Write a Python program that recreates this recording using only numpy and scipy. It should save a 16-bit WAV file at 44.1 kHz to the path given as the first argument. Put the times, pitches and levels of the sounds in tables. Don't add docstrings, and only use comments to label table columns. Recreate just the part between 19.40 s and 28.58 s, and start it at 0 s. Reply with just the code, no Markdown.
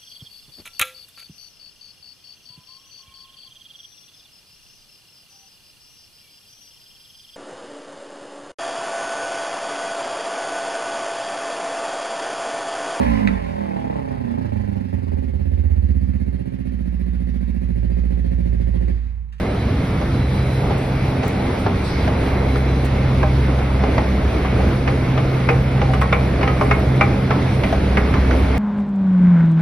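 import sys
import numpy as np
from scipy import signal
from scipy.fft import rfft, irfft, next_fast_len
from scipy.io import wavfile
from scipy.ndimage import uniform_filter1d, map_coordinates

SR = 44100
rng = np.random.default_rng(int(sys.argv[2]) if len(sys.argv) > 2 else 0)


def persist_wave(psi):
    counts = np.round(np.clip(psi, -1, 1) * 32767).astype(np.int16)
    wavfile.write(sys.argv[1], SR, np.atleast_2d(counts).T)


def field_ratio(decibels):
    return 10 ** (np.asarray(decibels, dtype=float) / 20)


N = 404838


def unit(x):
    return x / np.sqrt(np.mean(x ** 2) + 1e-20)


def along(points, hz):
    f, v = np.transpose(points)
    return np.interp(np.log(hz + 1), np.log(f + 1), v)


def wobble(rate):
    knots = rng.standard_normal(int(N * rate / SR) + 4)
    return map_coordinates(knots, [np.arange(N) * rate / SR])


def arch(start, length):
    return np.sin(np.pi * np.clip((np.arange(N) / SR - start) / length, 0, 1))


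def filtered(x, response):
    n = x.shape[-1]
    m = next_fast_len(n + 8192)
    return irfft(rfft(x, m) * response(np.fft.rfftfreq(m, 1 / SR)), m)[..., :n]


def spread(common, between):
    # (frequency [Hz], level [dB])
    width = [(60, -46), (91, -43), (140, -32.5), (210, -27), (320, -14.5), (490, -8), (740, -5), (1130, -4),
             (1710, -12.5), (2600, -5.5)]
    # (frequency [Hz], level [dB])
    width_top = [(3500, -3.5), (5200, -7), (6200, 0), (7600, 10), (9000, -1), (10700, -14), (12200, 1),
                 (13300, 3), (15300, -2)]
    side = filtered(between, lambda hz: field_ratio(along(list(width) + list(width_top), hz)))
    return np.array([common + side, common - side])


def rush(spectrum, patchy_db):
    z = signal.stft(rng.standard_normal((2, N)), nperseg=512)[2]
    field = uniform_filter1d(rng.standard_normal(z.shape[1:]), size=6, axis=0)
    field = uniform_filter1d(field, size=12, axis=1)
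    pair = signal.istft(z * field_ratio(patchy_db * unit(field)), nperseg=512)[1][:, :N]
    common, between = filtered(pair, lambda hz: field_ratio(along(spectrum, hz)))
    return spread(common, between) / np.std(common)


def approach():
    # (time [s], gain [dB])
    nearer = [(0, -2), (1.4, -1.5), (2.3, 0), (4, -0.5), (5.2, 0.5), (6.3, -.5), (7.8, 0), (9.18, 2)]
    s, gain_db = np.transpose(nearer)
    return np.interp(np.arange(N) / SR, s, gain_db)


def gear_hum():
    # (start [s], length [s], crest level [dB])
    loops_1 = [
        (-.4, 2.4, -25.5),
        (2.1, 4.04, -18.5),
        (5.75, 2.35, -20.5),
        (7.95, 2, -17.5),
    ]
    # (start [s], length [s], crest level [dB])
    loops_2 = [
        (.1, 2.23, -24.5),
        (2.85, 1.86, -21.5),
        (4.85, 2.38, -20.5),
        (6.75, 1.72, -21.5),
    ]
    gear_hz, node_db = 65.17, -39
    upper_db = [-31.5, -34.5]
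    upper_swing_db, upper_grows = 2.5, 2.6

    turns = np.cumsum(gear_hz + 0.092 * wobble(2)) / SR
    nearer_db = approach()
    first = sum((-1) ** k * field_ratio(db) * arch(s, length) for k, (s, length, db) in enumerate(loops_1))
    second = field_ratio(node_db) + sum(field_ratio(db) * arch(s, length) for s, length, db in loops_2)
    upper = [field_ratio(db + upper_grows * nearer_db + upper_swing_db * wobble(2.5)) for db in upper_db]
    hum = 0
    for order, size in enumerate([first, second, *upper], 1):
        tone = np.sin(2 * np.pi * (order * turns + rng.random()))
        hum = hum + np.sqrt(2) * size * field_ratio(1.0 * wobble(7)) * tone
    return hum


def switching_whine():
    # (start [s], length [s], level [dB])
    spell_rows = [
        (-.08, 0.21, -50.5),
        (.15, .17, -55),
        (.72, 0.44, -52),
        (1.1, 0.18, -53),
        (1.4, 0.71, -58),
        (2.5, 1.3, -54),
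    ]
    spells = sum(field_ratio(db) * np.sqrt(np.abs(arch(s, length))) for s, length, db in spell_rows)
    phase = 2 * np.pi * np.cumsum(4003 + 3.0 * wobble(8)) / SR
    return spells * field_ratio(4 + 4.2 * wobble(24)) * np.array([np.sin(phase + lag) for lag in (0, .2)])


def roar():
    # (frequency [Hz], level [dB])
    rumble = [(20, -32), (30, -19.5), (45, -3), (90, 2.5), (160, -3), (300, -9.5), (500, -33), (900, -33),
              (2500, -120)]
    # (frequency [Hz], level [dB])
    rolling = [(150, -7.5), (280, -5), (480, -6.5), (800, -12.5), (1000, -16.5), (1400, -18), (1800, -21),
               (2150, -17.5), (2450, -22), (2900, -28), (3900, -45), (6000, -120)]
    # (frequency [Hz], level [dB])
    hiss = [(2400, -20), (3300, 0), (4200, -2), (5500, -8), (6600, -17), (7600, -27), (9000, -45),
            (12000, -80)]
    # (frequency [Hz], level [dB])
    air = [(6000, -25), (7600, -10), (8600, -6), (10000, 0), (11500, -4), (12300, -9), (13300, -13),
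           (15300, -15)]
    nearer_db = approach()
    uneven, grit = wobble(9.8), wobble(13)
    rumble_db = -21.5 + nearer_db + 1.3 * uneven + 1.7 * wobble(2.446)
    rolling_db = -24 + nearer_db + 0.47 * uneven + 0.59 * wobble(3.59)
    hiss_db = -44 + 0.73 * nearer_db + 0.41 * uneven + 0.6 * grit
    air_db = -55.5 + .2 * nearer_db + .6 * wobble(5.7) + 1.1 * grit
    return (field_ratio(rumble_db) * rush(rumble, patchy_db=-0.24)
            + field_ratio(rolling_db) * rush(rolling, patchy_db=1.1)
            + field_ratio(hiss_db) * rush(hiss, patchy_db=0.8)
            + field_ratio(air_db) * rush(air, patchy_db=1.6))


def hall_tail(length):
    # (frequency [Hz], t60 [s])
    hall = [(200, 0.63), (1000, 0.43), (3000, 0.27), (8000, 0.17)]
    hz, t, z = signal.stft(rng.standard_normal((2, length)), SR, nperseg=256)
    tail = signal.istft(z * field_ratio(-60 * t / along(hall, hz)[:, None]), SR, nperseg=256)[1]
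    return tail / np.linalg.norm(tail[0])


def tread_ringing(t, panel_hz):
    # (frequency [Hz], level [dB], t60 [s])
    tread = [(420, 5.5, 0.12), (490, 7, 0.095), (630, 7.5, 0.1), (748, 3, 0.18), (805, 4.5, 0.36),
             (902, -3.5, 0.11), (1058, -1, 0.32), (1194, -3.5, 0.15), (1267, -10, 0.24), (1434, -1, 0.12),
             (1570, -11, 0.23), (1955, -3, 0.3), (2147, -3, 0.14), (2250, 8, 0.094), (2360, -2.5, 0.29),
             (2854, 3.5, 0.17), (3000, 9.5, 0.17), (3500, 4, 0.12)]
    hz, level_db, t60 = np.transpose(tread)[..., None]
    chance = rng.standard_normal((2, 3, len(tread), 1))
    pitch = hz * (1 + 0.0139 * chance[:, 2])
    size = field_ratio(level_db + 3.2 * chance[:, 0] - 60 * t / (.6 * t60))
    ring = (size * np.sin(2 * np.pi * pitch * t + 3 * chance[:, 1])).sum(1)
    riser = np.sin(2 * np.pi * panel_hz * t + chance[:, 1, 0])
    return ring + field_ratio(6.5 - 60 * t * panel_hz / 190) * riser


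def footfalls():
    # (time [s], peak [dB], thud over peak [dB], clack over peak [dB], ringing panel [Hz])
    far_steps = [(.6125, -20, 5, -18, 580), (1.3049, -26, 15, -10, 414), (1.8311, -19.5, 6, -1, 420),
                 (2.2632, -14.5, 5, -11, 404), (2.6754, -18.5, 5, -4, 643), (3.1567, -14, 0, -12, 420),
                 (3.8298, -8, -3, -14, 605), (4.1863, -19.5, -1, -10, 467), (4.4358, -17, 5, -2, 431),
                 (4.5794, -11.5, 1.5, -4, 860), (5.0483, -13.5, -3, -17, 420)]
    # (time [s], peak [dB], thud over peak [dB], clack over peak [dB], ringing panel [Hz])
    near_steps = [(5.475, -13.5, -0.5, -1, 490), (5.7758, -15.5, -0.5, -5, 630),
                  (6.0883, -8.5, -3.5, -.5, 471), (6.415, -16, 3, -3.5, 526),
                  (6.5351, -13.5, -4.5, -4, 740), (6.6149, -10.5, -3.5, -7.5, 1110),
                  (6.7257, -8, -4, -0.5, 481), (7.0112, -16, 1, -8, 512), (7.0292, -11.5, -4, -3.5, 476),
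                  (7.0758, -14.5, -0.5, -0.5, 1245), (7.2106, -8.5, -1.5, -10, 413),
                  (7.3104, -6.5, -6.5, -1, 422), (7.6099, -4.5, -5, -1, 805), (7.9064, -10, -3, -5.5, 1320),
                  (8.2342, -16.5, 3, 4, 645), (8.3254, -18.5, 2.5, -6, 560), (8.5707, -7, -4.5, -1, 411),
                  (8.7385, -13.5, -16, -8, 1180), (8.9086, -14.5, -15, -6.5, 468)]
    # step ringing dB, rattle dB, rattle t60 s, hall dB
    far_shoe, near_shoe = (-19, 7.5, .055, -15), (-17, 7, .085, -12)
    rise_s, softer_rise = 0.00074, 0.5

    out, t = np.zeros((2, N + 2 * SR)), np.arange(SR // 3) / SR
    contacts = [(*row, *far_shoe) for row in far_steps] + [(*row, *near_shoe) for row in near_steps]
    for s, db, thud_db, clack_db, panel_hz, ring_db, rattle_db, rattle_s, hall_db in contacts:
        landing = 1 - np.exp(-t / (rise_s * field_ratio(-softer_rise * db)))
        edge_db = -28.5 + .3 * clack_db - 0.84 * db
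        colour = [(200, thud_db - 15), (400, thud_db), (800, thud_db), (1200, 0.28), (1650, -3.2),
                  (2050, clack_db), (2500, clack_db - 3.0), (3100, edge_db + 0.5), (3600, edge_db),
                  (6000, edge_db - 8.0), (8000, edge_db - 52)]
        ring = tread_ringing(t, panel_hz)
        crack = field_ratio(4 - 60 * t / .01)
        rattle = (field_ratio(-60 * t / rattle_s) + crack) * rng.standard_normal((2, len(t)))
        blow = landing * (field_ratio(ring_db) * ring + field_ratio(rattle_db) * rattle)
        pair = filtered(blow, lambda f: field_ratio(along(colour, f)))
        echo = signal.fftconvolve(pair[:1], hall_tail(SR // 2), axes=1)
        at = round(s * SR)
        out[:, at:at + len(t)] += field_ratio(db) * spread(*pair)
        late = at + 500
        out[:, late:late + echo.shape[1]] += field_ratio(db + hall_db) * spread(*echo)
    return out[:, :N]


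def rustles():
    # (time [s], peak [dB])
    crinkles = [(0.9901, -50), (1.3748, -25), (1.8811, -33), (2.1876, -28), (2.4394, -42), (3.1687, -29),
                (3.4486, -21), (3.5199, -39), (5.2874, -42), (6.5301, -25), (6.6104, -21), (6.9262, -39),
                (7.0334, -58), (7.1681, -44), (7.2414, -32), (7.3043, -46), (7.3961, -34), (7.4734, -48),
                (7.5522, -28), (7.6071, -37), (8.0346, -60), (8.2342, -43), (8.569, -26.5), (8.6223, -54),
                (8.733, -44), (8.8433, -44)]
    # (frequency [Hz], level [dB])
    crinkle_colour = [(3000, -14), (6000, -4), (10000, 0), (13000, -8), (15500, -9)]
    out, length = np.zeros((2, N)), 4096
    u = np.arange(length) / SR / 0.0068
    for s, db in crinkles:
        crinkle = filtered(rng.standard_normal((2, length)), lambda f: field_ratio(along(crinkle_colour, f)))
        at = round(s * SR)
        out[:, at:at + length] += field_ratio(db - 24.5) * u * np.exp(1 - u) * spread(*unit(crinkle))
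    return out


def scuffs():
    # (time [s], length [s], level [dB], centre [Hz], width [Hz])
    drags = [
        (1.38, .1, -57, 9100, 5160),
        (1.82, 0.13, -50, 4890, 6000),
        (2.18, 0.074, -55, 9450, 3000),
        (2.428, 0.21, -39.5, 4430, 1700),
        (2.43, 0.11, -52, 9150, 3500),
        (7.15, .3, -55, 9900, 3500),
        (8.2, .15, -55, 10000, 3500),
    ]
    out, t = np.zeros((2, N)), np.arange(N) / SR
    for s, length, db, centre_hz, width_hz in drags:
        part = slice(round(s * SR), round((s + 2 * length) * SR))
        u = (t[part] - s) / (0.31 * length)
        noise = rng.standard_normal((2, len(u)))
        rub = filtered(noise, lambda f: np.exp(-((f - centre_hz) / width_hz) ** 2 * 2))
        out[:, part] += field_ratio(db) * u * np.exp(1 - u) * spread(*unit(rub))
    return out


def ticks():
    # (time [s], peak [dB])
    snaps = [
        (1.8811, -30),
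        (3.4486, -37),
        (5.2874, -43),
        (6.6124, -39),
        (7.3961, -40),
    ]
    out, t = np.zeros((2, N)), np.arange(256) / SR
    for s, db in snaps:
        snap = np.diff(rng.standard_normal((2, 257))) * field_ratio(db + 1.5 - 60 * t / .006)
        at = round(s * SR)
        out[:, at:at + 256] += spread(*snap)
    return out


def panel_rings():
    # (time [s], frequency [Hz], peak [dB], t60 [s])
    notes_held = [(2.264, 716, -24, 0.12), (2.676, 623, -22, 0.12), (3.832, 610, -17, 0.13),
                  (5.478, 491, -19, 0.24), (6.092, 2513, -12.5, 0.049), (6.1, 773, -19, 0.27),
                  (6.1, 490, -13, 0.15), (6.49, 763, -25, 0.56), (6.617, 1880, -26.5, 0.21),
                  (6.728, 2250, -14.5, 0.099), (6.728, 3550, -23, 0.051), (7.085, 1250, -20, 0.22),
                  (7.215, 603, -14.5, 0.13), (7.311, 1040, -16.5, 0.055), (7.311, 2163, -18.5, 0.25),
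                  (7.612, 2360, -14, 0.15), (7.62, 805, -26.5, 0.85), (8.326, 658, -12, 0.081)]
    out, t = np.zeros((2, N)), np.arange(SR // 3) / SR
    rise = 1 - np.exp(-t / 0.0014)
    for s, ring_hz, db, t60 in notes_held:
        drift = np.cumsum(rng.normal(0, 0.0043, (2, len(t))), axis=1)
        tone = np.sin(2 * np.pi * (ring_hz * t + drift))
        at = round(s * SR)
        out[:, at:at + len(t)] += spread(*(rise * field_ratio(db - 60 * t / t60) * tone))
    return out


def scene():
    machine = gear_hum() + switching_whine() + roar()
    return machine + footfalls() + rustles() + scuffs() + ticks() + panel_rings()


def gated_treble(x):
    # (part [0 common, 1 between], from [Hz], to [Hz], rise [dB])
    quiet_bands = [(0, 6200, 6550, -2), (0, 6550, 6900, 1), (0, 6900, 7600, 11), (0, 7600, 8300, 6),
                   (0, 12200, 12600, 1.5), (0, 12600, 14450, 10), (0, 14450, 15100, 1),
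                   (0, 15100, 15800, 2.6), (1, 9300, 9650, -1.5), (1, 9650, 11700, 9),
                   (1, 14000, 15000, -.3), (1, 15000, 15800, 3.5), (0, 15800, 22050, 90),
                   (1, 15800, 22050, 90)]
    hz, _, z = signal.stft(np.array([x[0] + x[1], x[0] - x[1]]) / 2, SR, nperseg=2048)
    for part, lo_hz, hi_hz, rise_db in quiet_bands:
        bins = np.flatnonzero((hz >= lo_hz) & (hz < hi_hz))
        for band in np.array_split(bins, max(1, (hi_hz - lo_hz) // 220)):
            size = np.linalg.norm(z[part, band], axis=0)
            threshold = field_ratio(rise_db + rng.normal(0, 1.9, len(size))) * np.median(size)
            z[part, band] *= size > threshold
    common, between = signal.istft(z, SR, nperseg=2048)[1][:, :N]
    return np.array([common + between, common - between])


def top_cut(x):
    return signal.sosfilt(signal.butter(12, 15780, fs=SR, output="sos"), x)


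def record(dry):
    # (frequency [Hz], left leads by [rad])
    port_lead = [(100, -.03), (650, -.2), (1500, -.1), (2300, .9), (3500, .8), (5000, .6), (5600, 1.1),
                 (6500, 0)]
    # (frequency [Hz], left over right [dB])
    port_db = [(60, -.4), (250, -1.3), (600, -.8), (1200, -.3), (2100, -1.8), (2600, .2), (4200, -.6),
               (6000, .1)]
    half = np.array([[.5], [-.5]])

    def ports(hz):
        return field_ratio(half * along(port_db, hz)) * np.exp(1j * half * along(port_lead, hz))

    picked = filtered(dry, ports)
    soft = picked / (1 + np.abs(picked / .93) ** 10) ** (1 / 10)
    return top_cut(gated_treble(soft))


dry = scene()
out = record(dry)
persist_wave(out)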